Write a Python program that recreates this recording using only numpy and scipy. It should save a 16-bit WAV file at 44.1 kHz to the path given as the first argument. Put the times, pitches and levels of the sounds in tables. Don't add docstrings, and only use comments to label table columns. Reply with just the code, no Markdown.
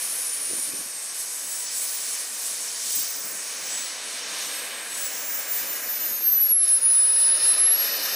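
import sys
import numpy as np
from scipy import signal
from scipy.fft import rfft, irfft, next_fast_len
from scipy.io import wavfile
from scipy.ndimage import uniform_filter1d, map_coordinates

SR = 44100
rng = np.random.default_rng(int(sys.argv[2]) if len(sys.argv) > 2 else 0)


def amp(db):
    return 10 ** (np.asarray(db, float) / 20)


def write(x):
    x = np.atleast_2d(x).T
    wavfile.write(sys.argv[1], SR, np.round(np.clip(x, -1, 1) * 32767).astype(np.int16))


N = 359415
TOP_HZ = 15740

# (time [s], nearness [0 far - 1 near])
NEARNESS = [
    (0, 0.26),
    (3, 0.16),
    (5.5, 0.38),
    (6.5, 0.85),
    (8.15, 1),
]
# (time [s], half length [s], treble [dB], middle [dB])
EDDIES = [(.21, 0.12, 2, -1), (.63, 0.083, 4.5, 0.3), (0.955, 0.087, -5, -2.5), (1.117, 0.052, -4.5, 0),
          (1.208, 0.062, 0.5, 0.5), (1.56, .1, 1, 0.3), (1.682, 0.041, -6, 2.5), (1.794, 0.053, 4.5, 1.5),
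          (1.95, 0.09, 0.9, 0), (2.306, 0.11, -3.5, -3.5), (2.454, 0.11, 3, 0.5), (2.94, 0.17, 5.5, 5),
          (2.95, 0.042, 2, -0.5), (3.173, 0.056, 0, -1), (3.36, 0.13, 6.5, -1), (3.597, 0.05, 2, -0.5),
          (3.764, 0.11, 5, 2.5), (4.12, 0.062, 2.5, 1.5), (4.26, 0.051, -5.5, 0.5), (4.59, 0.12, 4, 1),
          (4.974, 0.083, 6.5, 2.5), (5.3, 0.21, 2, 2), (5.567, 0.065, 5.5, 2), (6.01, 0.13, -4, 4),
          (6.57, 0.035, -1, -3), (6.684, 0.03, 3.5, 3.5), (6.76, 0.062, -1.5, -1), (7.1, .1, -0.5, -1),
          (7.207, 0.036, 3, 0), (7.46, 0.045, -0.5, 1), (7.685, 0.12, -8, -4.5), (7.832, .04, -1, 1.5),
          (7.945, .05, -4.5, 0)]


def unit(x):
    return x / np.sqrt(np.mean(x ** 2) + 1e-20)


def along(points, hz):
    f, v = np.transpose(points)
    return np.interp(np.log(hz + 1), np.log(f + 1), v)


def curves(rows):
    s, *cols = np.transpose(rows)
    return [np.interp(np.arange(N) / SR, s, c) for c in cols]


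def moments():
    return np.arange(0, N + 16, 16) / SR


def full(slow):
    return np.array([np.interp(np.arange(N) / SR, moments(), row) for row in np.atleast_2d(slow)])


def bumps(rows):
    s, length, *height = np.transpose(rows)
    return full(np.array(height) @ np.exp(-((moments() - s[:, None]) / length[:, None]) ** 2))


def glide(rows):
    s, value = np.transpose(rows)
    basis = lambda t: np.c_[np.abs(t[:, None] - s) ** 3, np.ones(len(t)), t]
    ends = np.c_[[np.ones(len(s)), s], np.zeros((2, 2))]
    weights = np.linalg.solve(np.r_[basis(s), ends], np.r_[value, 0, 0])
    return full(basis(moments()) @ weights)[0]


def wobble(rate):
    knots = rng.standard_normal(int(N * rate / SR) + 4)
    return map_coordinates(knots, [np.arange(N) * rate / SR])


def filtered(x, response):
    m = next_fast_len(N + 8192)
    return irfft(rfft(x, m) * response(np.fft.rfftfreq(m, 1 / SR)), m)[..., :N]


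def rush(spectrum, patchy_db):
    z = signal.stft(rng.standard_normal(N), nperseg=512)[2]
    field = uniform_filter1d(rng.standard_normal(z.shape), size=22, axis=0)
    field = uniform_filter1d(field, size=8, axis=1)
    noise = signal.istft(z * amp(patchy_db * unit(field)), nperseg=512)[1][:N]
    return unit(filtered(noise, lambda hz: amp(along(spectrum, hz))))


def gusts():
    # (time [s], left [dB], right [dB], dying time [s per 20 dB])
    puff_rows = [(.4, -60, -60, .3), (1.1, -62, -64, .5), (2.5, -60, -66, .4), (4.6, -60, -64, .5),
                 (6.0, -54, -60, .5), (6.6, -55, -58, .4), (.51, -50, -44, .1), (.535, -50, -52, .08),
                 (.59, -49, -44, .02), (.69, -53, -49, .03), (.735, -46, -45, .06), (.8, -48, -47, .03),
                 (.87, -58, -49, .025), (.96, -52, -54, .02), (1.45, -59, -64, .06), (2.11, -58, -66, .05),
                 (2.87, -51, -62, .06), (2.975, -44.5, -54, .07), (3.16, -52, -63, .1),
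                 (3.25, -48, -59, .07), (3.33, -48, -59, .12), (3.59, -51, -63, .4), (4.27, -48, -60, .05),
                 (4.33, -51, -58, .06), (4.46, -55, -57, .09), (4.93, -53, -58, .14), (5.23, -55, -57, .05),
                 (5.62, -52, -64, .4), (5.87, -53, -59, .03), (6.04, -51, -58, .04), (6.11, -49, -61, .04),
                 (6.22, -49, -57, .04), (6.36, -53, -56, .03), (6.44, -56, -54, .04), (6.53, -54, -62, .07)]
    s, left_db, right_db, dies = np.transpose(puff_rows)
    since = moments() - s[:, None]
    rise_s = .03
    swell = amp(-20 * np.maximum(-since / rise_s, since / dies[:, None]))
    breeze = amp(-80 + 4.5 * wobble(3.83))
    return breeze + full(amp([left_db, right_db]) @ swell)


def wind():
    # (frequency [Hz], density [dB per Hz])
    buffet_spectrum = [(25, -40), (60, -31), (120, -5.5), (280, 7.5), (450, -2.5), (900, -21), (1500, -25),
                       (3000, -80)]
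    # (time [s], level [dB], port [0 left, 1 right], width [ms])
    pop_rows = [(.503, -34, 1, .65), (.509, -37, 0, .65), (.511, -25, 1, .6), (.53, -32, 1, .45),
                (.535, -26, 0, .65), (.567, -31, 1, .5), (.573, -33, 0, .55), (.597, -33, 1, .5),
                (.675, -38, 1, .65), (.692, -36, 1, .7), (.737, -30, 1, .8), (.742, -34, 0, .65),
                (.752, -35, 0, .65), (.794, -37, 0, .8), (.807, -37, 1, .65), (.812, -32, 0, .7),
                (.865, -37, 1, .8), (.965, -40, 0, .7), (6.038, -35, 0, .6), (6.209, -28, 0, .28),
                (6.221, -29, 0, .5), (6.44, -42, 1, 2.5), (6.517, -30, 0, .55)]
    even = lambda x: x / np.sqrt(np.abs(uniform_filter1d(x ** 2, size=1300)) + .05)
    puffs = np.array([amp(2) * gain * even(rush(buffet_spectrum, patchy_db=-1.0)) for gain in gusts()])
    for s, db, port, width_ms in pop_rows:
        near = np.arange(-200, 200) / SR * 1000 / width_ms
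        kick = (1 - near ** 2) * np.exp(-near ** 2 / 2)
        puffs[port, round(s * SR) - 200:][:400] += (1 - 2 * port) * amp(db) * kick
    return puffs


def ducts(x):
    # (centre [Hz], width [Hz], depth far [dB], depth turning [dB], depth near [dB])
    duct_notches = [(373, 30, 10.5, 8.5, 2.5), (585, 110, 2, 0, -2.5), (803, 104, 1.5, 2, 2),
                    (1155, 72, -1.5, 1, 3), (1255, 38, 5.5, 2, -5), (1410, 28, 10, 8, 5.5),
                    (1623, 40, 2.5, -6.5, -3.5), (1826, 58, 1, -1, -4.5), (2073, 90, 3, 0, 5.5),
                    (2290, 70, -1.5, -1, 5), (2734, 110, 2.5, 3.5, 4), (3010, 55, 2, -1, -1),
                    (3130, 83, -0.5, 5.5, 6.5), (3344, 166, 6.5, 7.5, 19), (3877, 94, 4.5, 6.5, 11.5),
                    (4300, 80, 3.5, -0.5, 4.5), (4470, 120, -0.5, 5, 3), (4826, 90, 7.5, 6.5, 7),
                    (5180, 72, 0, 12, -1), (5320, 93, 4.5, 0.5, 1.5), (5770, 120, 3.5, 6, 9),
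                    (6200, 87, 5.5, 5, 5), (6480, 110, 2.5, 4, 7), (6950, 120, 6.5, 1, 1),
                    (7130, 1000, 0, 1, 5.5), (7430, 138, 10.5, 4, 8), (7980, 100, 3, 2, 3),
                    (8100, 90, -2, -2, 0), (8600, 150, 4, 6.5, 4), (9060, 80, -0.5, 1, 5),
                    (13250, 220, 0, -1, 4), (14500, 450, -1, 3, 1)]
    # (time [s], aspect [0 far - 1 turning - 2 near], stretch of the pattern [%])
    view = [
        (0, 0.27, 0.42),
        (3, 0.12, -0.42),
        (4.3, 0.59, 0.47),
        (5.9, 1.25, -0.55),
        (6.5, 1.65, -1.3),
        (7.1, 2.03, 0.18),
        (7.5, 1.94, -0.0043),
        (8.15, 2, 0.42),
    ]
    hz, t, z = signal.stft(x, SR, nperseg=1024)
    s, aspect, stretch = np.transpose(view)
    aspect, stretch = np.interp(t, s, aspect), np.interp(t, s, stretch)
    centre_hz, width_hz, *depth_db = np.transpose(duct_notches)
    shares = np.clip(1 - np.abs(np.clip(aspect, 0, 2) - np.arange(3)[:, None]), 0, 1)
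    pattern_db = np.exp(-((hz[:, None] - centre_hz) / width_hz) ** 2) @ np.transpose(depth_db) @ shares
    bins = np.arange(len(hz))[:, None] / (1 + stretch / 100)
    places = [bins, 0 * bins + np.arange(len(t))]
    pattern_db = map_coordinates(pattern_db, places, order=1, mode="nearest")
    return signal.istft(z * amp(-pattern_db), SR, nperseg=1024)[1][:N]


def ground(x):
    # (time [s], centre [Hz], depth [dB], lift of the highest hiss [dB])
    bounce = [(0, 4200, 2, 3), (.9, 3660, 3, -2.5), (1.6, 3560, 4, -3), (2.2, 3550, 2, -4.5),
              (2.9, 3250, 1, -9), (3.3, 3570, 6, -7), (3.6, 4430, 2, -4.5), (4.0, 5730, 4, -6.5),
              (4.4, 5860, 5, -3.5), (4.8, 5860, 9.5, -5.5), (5.05, 4730, 4.5, -1.5), (5.3, 4070, 9.5, -2.5),
              (5.6, 4800, 6, 0), (6.0, 4270, 7, 11), (6.3, 6200, -1, 7), (6.8, 7800, 1.5, 9),
              (7.3, 7500, 10.5, -9), (8.15, 7200, 5, -5)]
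    # (time [s], half length [s], level [dB])
    wisp_rows = [(.1, .15, 2), (.9, .1, 1), (1.22, .06, 3), (1.52, .08, 3), (1.68, .045, -9),
                 (2.2, .12, -2), (2.45, 0.065, 10), (2.78, .05, -5), (2.97, .07, -5), (3.18, .04, -5),
                 (3.6, .25, -7), (4.1, 0.24, -5), (4.6, .12, 5), (5.02, .1, 4), (5.3, 0.11, 5),
                 (5.57, .05, 3), (5.8, .05, -1), (6.8, .2, -4), (7.25, .1, -5), (7.9, 0.11, -3)]
    hz, t, z = signal.stft(x, SR, nperseg=512)
    s, *columns = np.transpose(bounce)
    centre_hz, depth_db, lift_db = [np.interp(t, s, c) for c in columns]
    bell = lambda middle_hz, octaves: np.exp(-(np.log2((hz[:, None] + 1) / middle_hz) / octaves) ** 2)
    tilt_db = lift_db * (bell(11800, 0.35) + 0.27 * bell(16000, 0.25))
    dip_db = depth_db * bell(centre_hz, 0.55)
    wisp_db = np.interp(t, np.arange(N) / SR, bumps(wisp_rows)[0]) * bell(14000, 0.26)
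    return signal.istft(z * amp(tilt_db - dip_db + wisp_db), SR, nperseg=512)[1][:N]


def flow():
    # (time [s], exhaust [dB], intake [dB])
    jet_levels = [(0, -40.5, -33), (.6, -42.5, -35), (1.0, -43.5, -30), (1.5, -43.5, -30.5),
                  (2.2, -41, -29), (2.9, -43.5, -31), (3.2, -41, -36), (3.8, -39.5, -37),
                  (4.15, -39.5, -35.5), (4.4, -36.5, -34.5), (5.0, -39.5, -38), (5.75, -38, -39),
                  (6.1, -42, -40), (6.4, -44, -46.5), (7.0, -42.5, -34), (7.35, -38.5, -22),
                  (7.6, -36, -21), (8.15, -34.5, -29.5)]
    # (frequency [Hz], density [dB per Hz])
    roar_spectrum = [(40, -43), (100, -29.5), (230, -9), (380, -4), (550, -0.5), (900, -3.5), (1700, 0.5),
                     (2600, 0.5), (3300, -10.5), (5000, -15)]
    # (frequency [Hz], density [dB per Hz])
    rush_spectrum = [(1800, -55), (2500, -15.5), (3100, -3.5), (4200, -3), (5400, 1), (6500, 1), (7300, -7),
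                     (8500, -9.5), (11000, -80)]
    # (frequency [Hz], density [dB per Hz])
    hiss_spectrum = [(5000, -60), (6500, -5), (7600, -0.5), (8500, 1), (10000, 2), (12300, -4),
                     (12800, -14), (13200, -25), (16000, -90)]
    # (frequency [Hz], density [dB per Hz])
    air_spectrum = [(10500, -60), (12200, -7), (13200, 10), (14500, 6), (15500, 6), (16000, -16)]
    exhaust_db, intake_db = curves(jet_levels)
    treble_db, middle_db = bumps(EDDIES)
    facing_db = intake_db - intake_db.mean()
    roar_db = exhaust_db + 0.27 * middle_db
    rush_db = exhaust_db + 6 + 0.22 * facing_db + middle_db
    hiss_db = intake_db + treble_db
    air_db = -53 + 0.69 * facing_db + .9 * treble_db
    eddies = wobble(11)
    low = amp(roar_db + 0.42 + 0.097 * eddies) * rush(roar_spectrum, patchy_db=0.4)
    middle = amp(rush_db + 2.5 + .5 * eddies) * rush(rush_spectrum, patchy_db=0.72)
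    high = amp(hiss_db + 0.04 + 0.57 * eddies) * rush(hiss_spectrum, patchy_db=1.56)
    top = amp(air_db + 1.2 + 1.1 * eddies) * rush(air_spectrum, patchy_db=1.5)
    lull_s, lull_db, drop_s, recovers_s = 6.52, 8.5, 0.0055, 0.066
    since = np.arange(N) / SR - lull_s
    lull = amp(-lull_db * np.clip(since / drop_s, 0, 1) * np.exp(-np.abs(since) / recovers_s))
    return ground(ducts(low + middle + high + top)) * lull


def fading():
    # (time [s], depth [dB], half length [s])
    fade_rows = [(1.7, 8, .08), (3.067, 7, 0.032), (3.41, 14, 0.061), (3.58, 8, .04), (3.73, 10, .04),
                 (5.007, 9, .03), (5.098, 12, .04), (5.217, 9, 0.11), (5.46, 13, 0.061), (5.66, 10, .04),
                 (5.817, 11, 0.088), (5.988, 8, 0.014), (6.192, 3, 0.097), (6.255, 1, 0.0088),
                 (6.307, 6, 0.012), (6.35, 1, .012), (6.452, 4, .015), (6.544, 1, .01), (6.6, 4, 0.024),
                 (6.394, 6, 0.016), (6.481, 16, 0.017), (6.666, 10, 0.021), (6.803, 23, 0.035),
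                 (7.14, 3.5, 0.12), (7.39, 10.5, 0.052), (7.568, 13, 0.023), (7.771, 11, 0.023),
                 (7.848, 2, .05), (7.88, 3, 0.047), (7.91, 10, 0.011), (8.078, 7, 0.0092),
                 (7.536, 5, 0.011), (7.7, 2, 0.013), (7.989, 15, 0.024), (8.015, 10, 0.014),
                 (8.108, 5, .012)]
    t = moments()
    gain = np.ones(len(t))
    for s, db, length in fade_rows:
        dip = 1 / np.cosh(np.clip((t - s) / length, -20, 20)) ** 2
        gain *= np.sqrt(1 - (1 - amp(-2 * db)) * dip)
    return full(gain)[0]


def whine():
    # (time [s], blade-passing tone [Hz])
    rotor_speed = [(0.2, 9428), (0.58, 9327), (1.12, 8271), (1.63, 7787), (1.97, 7688), (3.31, 7636),
                   (3.67, 7691), (4.1, 8094), (4.45, 8314), (4.73, 8256), (5.07, 7755), (5.53, 7355),
                   (5.78, 7207), (6.07, 6754), (6.47, 5760), (7.23, 5120), (7.63, 5486), (8.15, 6322)]
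    # (time [s], half length [s], blade-passing shift [Hz])
    speed_bends = [
        (2.0, .12, 8),
        (5.3, .15, 7),
        (6.35, .12, -14),
        (6.7, .1, 9),
        (7.5, .15, -6),
        (7.85, .15, 8),
        (8.15, .07, -20),
    ]
    # (time [s], blade tone [dB], overtone [dB])
    beam_levels = [(0, -35, -24), (.6, -30, -6), (.68, -34, -45), (1.15, -38, -43), (1.45, -43, -42),
                   (1.95, -42, -36), (2.1, -43, -44), (2.8, -48, -50), (2.97, -45.5, -29), (3.3, -45, -38),
                   (3.42, -59, -44), (3.75, -42.5, -40), (4.2, -46, -50), (5.0, -39.5, -27.5),
                   (6.22, -47, -26.5), (6.27, -49, -16), (7.74, -44, -16.5), (7.8, -41, -19.5),
                   (7.94, -43, -25.5), (8.15, -43, -30)]
    # (time [s], half length [s], level [dB])
    glint_rows = [(1.79, .05, 5), (2.1, .06, 3), (2.5, .06, 7), (2.98, 0.066, 10), (3.75, 0.1, 10),
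                  (4.55, .1, 5), (5.06, .015, 10), (5.2, .12, -2), (.24, .012, -12), (.73, .02, -8),
                  (1.09, .015, -3), (4.16, .035, 6), (4.11, .025, -6), (7.42, .04, 6), (.3, .04, 3),
                  (5.4, .05, -3), (5.8, .05, -4), (5.97, .05, -10), (6.13, .07, 5.5), (6.67, 0.057, 6),
                  (6.97, 0.17, -4), (7.6, 0.33, -4), (6.8, .04, -4), (.12, .04, -1), (.38, 0.057, -1),
                  (.86, .03, -15), (1.33, .05, -6), (1.58, .05, 4), (2.28, .06, -3), (3.18, .04, -6),
                  (3.5, .1, -4), (3.95, .05, -1), (4.68, .03, -7), (5.3, .04, -5), (5.65, .05, -5),
                  (6.35, 0.066, 5), (6.5, 0.054, -4)]
    # (shaft order [1], level [dB])
    shaft_tones = [
        (1, -67),
        (2, -64),
    ]
    blades = 8
    blade_hz = glide(rotor_speed) + bumps(speed_bends)[0]
    blade_db, overtone_db = curves(beam_levels)
    blade_db = np.maximum(blade_db + bumps(glint_rows)[0], -66)
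    treble_db = bumps(EDDIES)[0]
    turns = np.cumsum(blade_hz) / SR / blades
    far = 1 - curves(NEARNESS)[0]

    def sine(order, drift):
        return np.sqrt(2) * np.sin(2 * np.pi * order * turns + drift * wobble(30))

    halo = 1 + (.7 - .55 * far) * wobble(200)
    first = amp(blade_db + 1.2 * wobble(40) + .6 * wobble(20)) * halo * sine(blades, drift=2.2 - 1.9 * far)
    flicker = amp((.5 + 1.2 * far) * wobble(50) + .5 * wobble(120))
    flicker *= 1 + far * (.09 * wobble(1200) + .22 * wobble(110))
    second = amp(overtone_db + 0.39 * far * treble_db) * fading() * flicker
    second *= sine(2 * blades, drift=.2 + .7 * far)
    third = amp(-59 + 4 * wobble(12)) * (3 * blade_hz < TOP_HZ) * sine(3 * blades, drift=1.3)
    shaft = sum(amp(db + 4 * wobble(6)) * sine(order, drift=.8) for order, db in shaft_tones)
    lead = .04 * (1 - far) * np.gradient(second) * [[1], [-1]]
    pan_db = .27
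    return first + third + shaft + lead + second * amp([[pan_db], [-pan_db]])


def scene():
    # (frequency [Hz], level under the middle [dB])
    side_levels = [(60, -56), (1300, -70), (2300, -30), (2700, -24), (3300, -32), (4100, -21), (4600, -29),
                   (5300, -25), (6200, -35.5), (15000, -36)]
    noise = flow()
    scatter = filtered(np.roll(noise, 700), lambda hz: amp(along(side_levels, hz)))
    scatter *= amp(7.6 * (curves(NEARNESS)[0] - 1))
    return wind() + noise + scatter * np.array([[1], [-1]]) + whine()


def top_cut(x):
    return signal.sosfilt(signal.butter(12, 15750, fs=SR, output="sos"), x)


def record(dry):
    # (from time [s], edge [Hz])
    band_edge = [(0, TOP_HZ), (5.65, 15150), (5.82, 14850), (5.98, 15150), (6.05, 14950), (6.1, 15150),
                 (6.125, 14650), (6.25, 15150), (6.31, 14850), (6.45, 15200), (6.51, 14600), (6.54, 13600),
                 (6.59, 15150), (6.76, TOP_HZ), (6.84, 14400), (6.89, TOP_HZ), (7.43, 15000),
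                 (7.53, TOP_HZ), (7.6, 14900), (7.645, 13000), (7.75, 13600), (7.79, 15000), (7.85, TOP_HZ),
                 (7.89, 14100), (7.93, 13000), (7.97, TOP_HZ), (8.05, 13200), (8.07, TOP_HZ), (8.12, 14800)]
    # (time [s], share of bands [0-1])
    hole_share = [
        (0, 0),
        (6.7, 0),
        (7.0, .08),
        (7.3, .2),
        (7.75, .2),
        (7.85, .45),
        (7.97, .1),
        (8.15, .3),
    ]
    # (time [s], from [kHz], to [kHz])
    split_rows = [(.96, 6.3, 8.3), (1.11, 4.2, 5.2), (1.67, 5.7, 7.6), (1.72, 4.7, 5.7), (1.89, 4.7, 5.7),
                  (1.89, 11, 12.5), (1.95, 6.3, 8.3), (2.2, 8.3, 12.5), (2.35, 7.6, 9), (2.35, 9.6, 12.5),
                  (3.16, 13, 14.5), (4.14, 7.6, 9), (4.48, 5.7, 6.9), (4.48, 13, 14.5), (4.57, 4.7, 5.7),
                  (4.79, 10.3, 11.7), (5.22, 6.9, 8.3), (5.22, 9, 14.5), (5.6, 4.2, 5.2), (5.6, 6.9, 9),
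                  (5.6, 10.3, 11.7), (5.69, 5.7, 7.6), (5.76, 4.2, 5.2), (5.76, 8.3, 9.6), (6.02, 5.7, 6.9),
                  (6.02, 10.3, 11.7), (7.87, 14.5, 15.7)]
    hz, t, z = signal.stft(dry, SR, nperseg=1024)
    tall_hz = hz[:, None]
    start, edge_hz = np.transpose(band_edge)
    edge_hz = edge_hz[np.searchsorted(start, t, "right") - 1]
    ragged_hz = 120 * np.repeat(rng.standard_normal(len(t)), 2)[:len(t)] * (edge_hz < TOP_HZ)
    kept = tall_hz < np.minimum(edge_hz + ragged_hz, TOP_HZ)
    chance = rng.random((len(hz) // 8 + 1, len(t) // 2 + 1))
    chance = np.kron(chance, np.ones((8, 2)))[:len(hz), :len(t)]
    kept &= (tall_hz < 13000) | (chance > np.interp(t, *np.transpose(hole_share)))
    split = sum((np.abs(t - s) < .011) * (tall_hz > 1000 * lo) * (tall_hz < 1000 * hi)
                for s, lo, hi in split_rows)
    z = z + amp(-3) * split * np.roll(z.mean(0), 9, axis=1) * [[[1]], [[-1]]]
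    mix = signal.istft(z * kept, SR, nperseg=1024)[1][:, :N]
    return top_cut(mix)


dry = scene()
out = record(dry)
write(out)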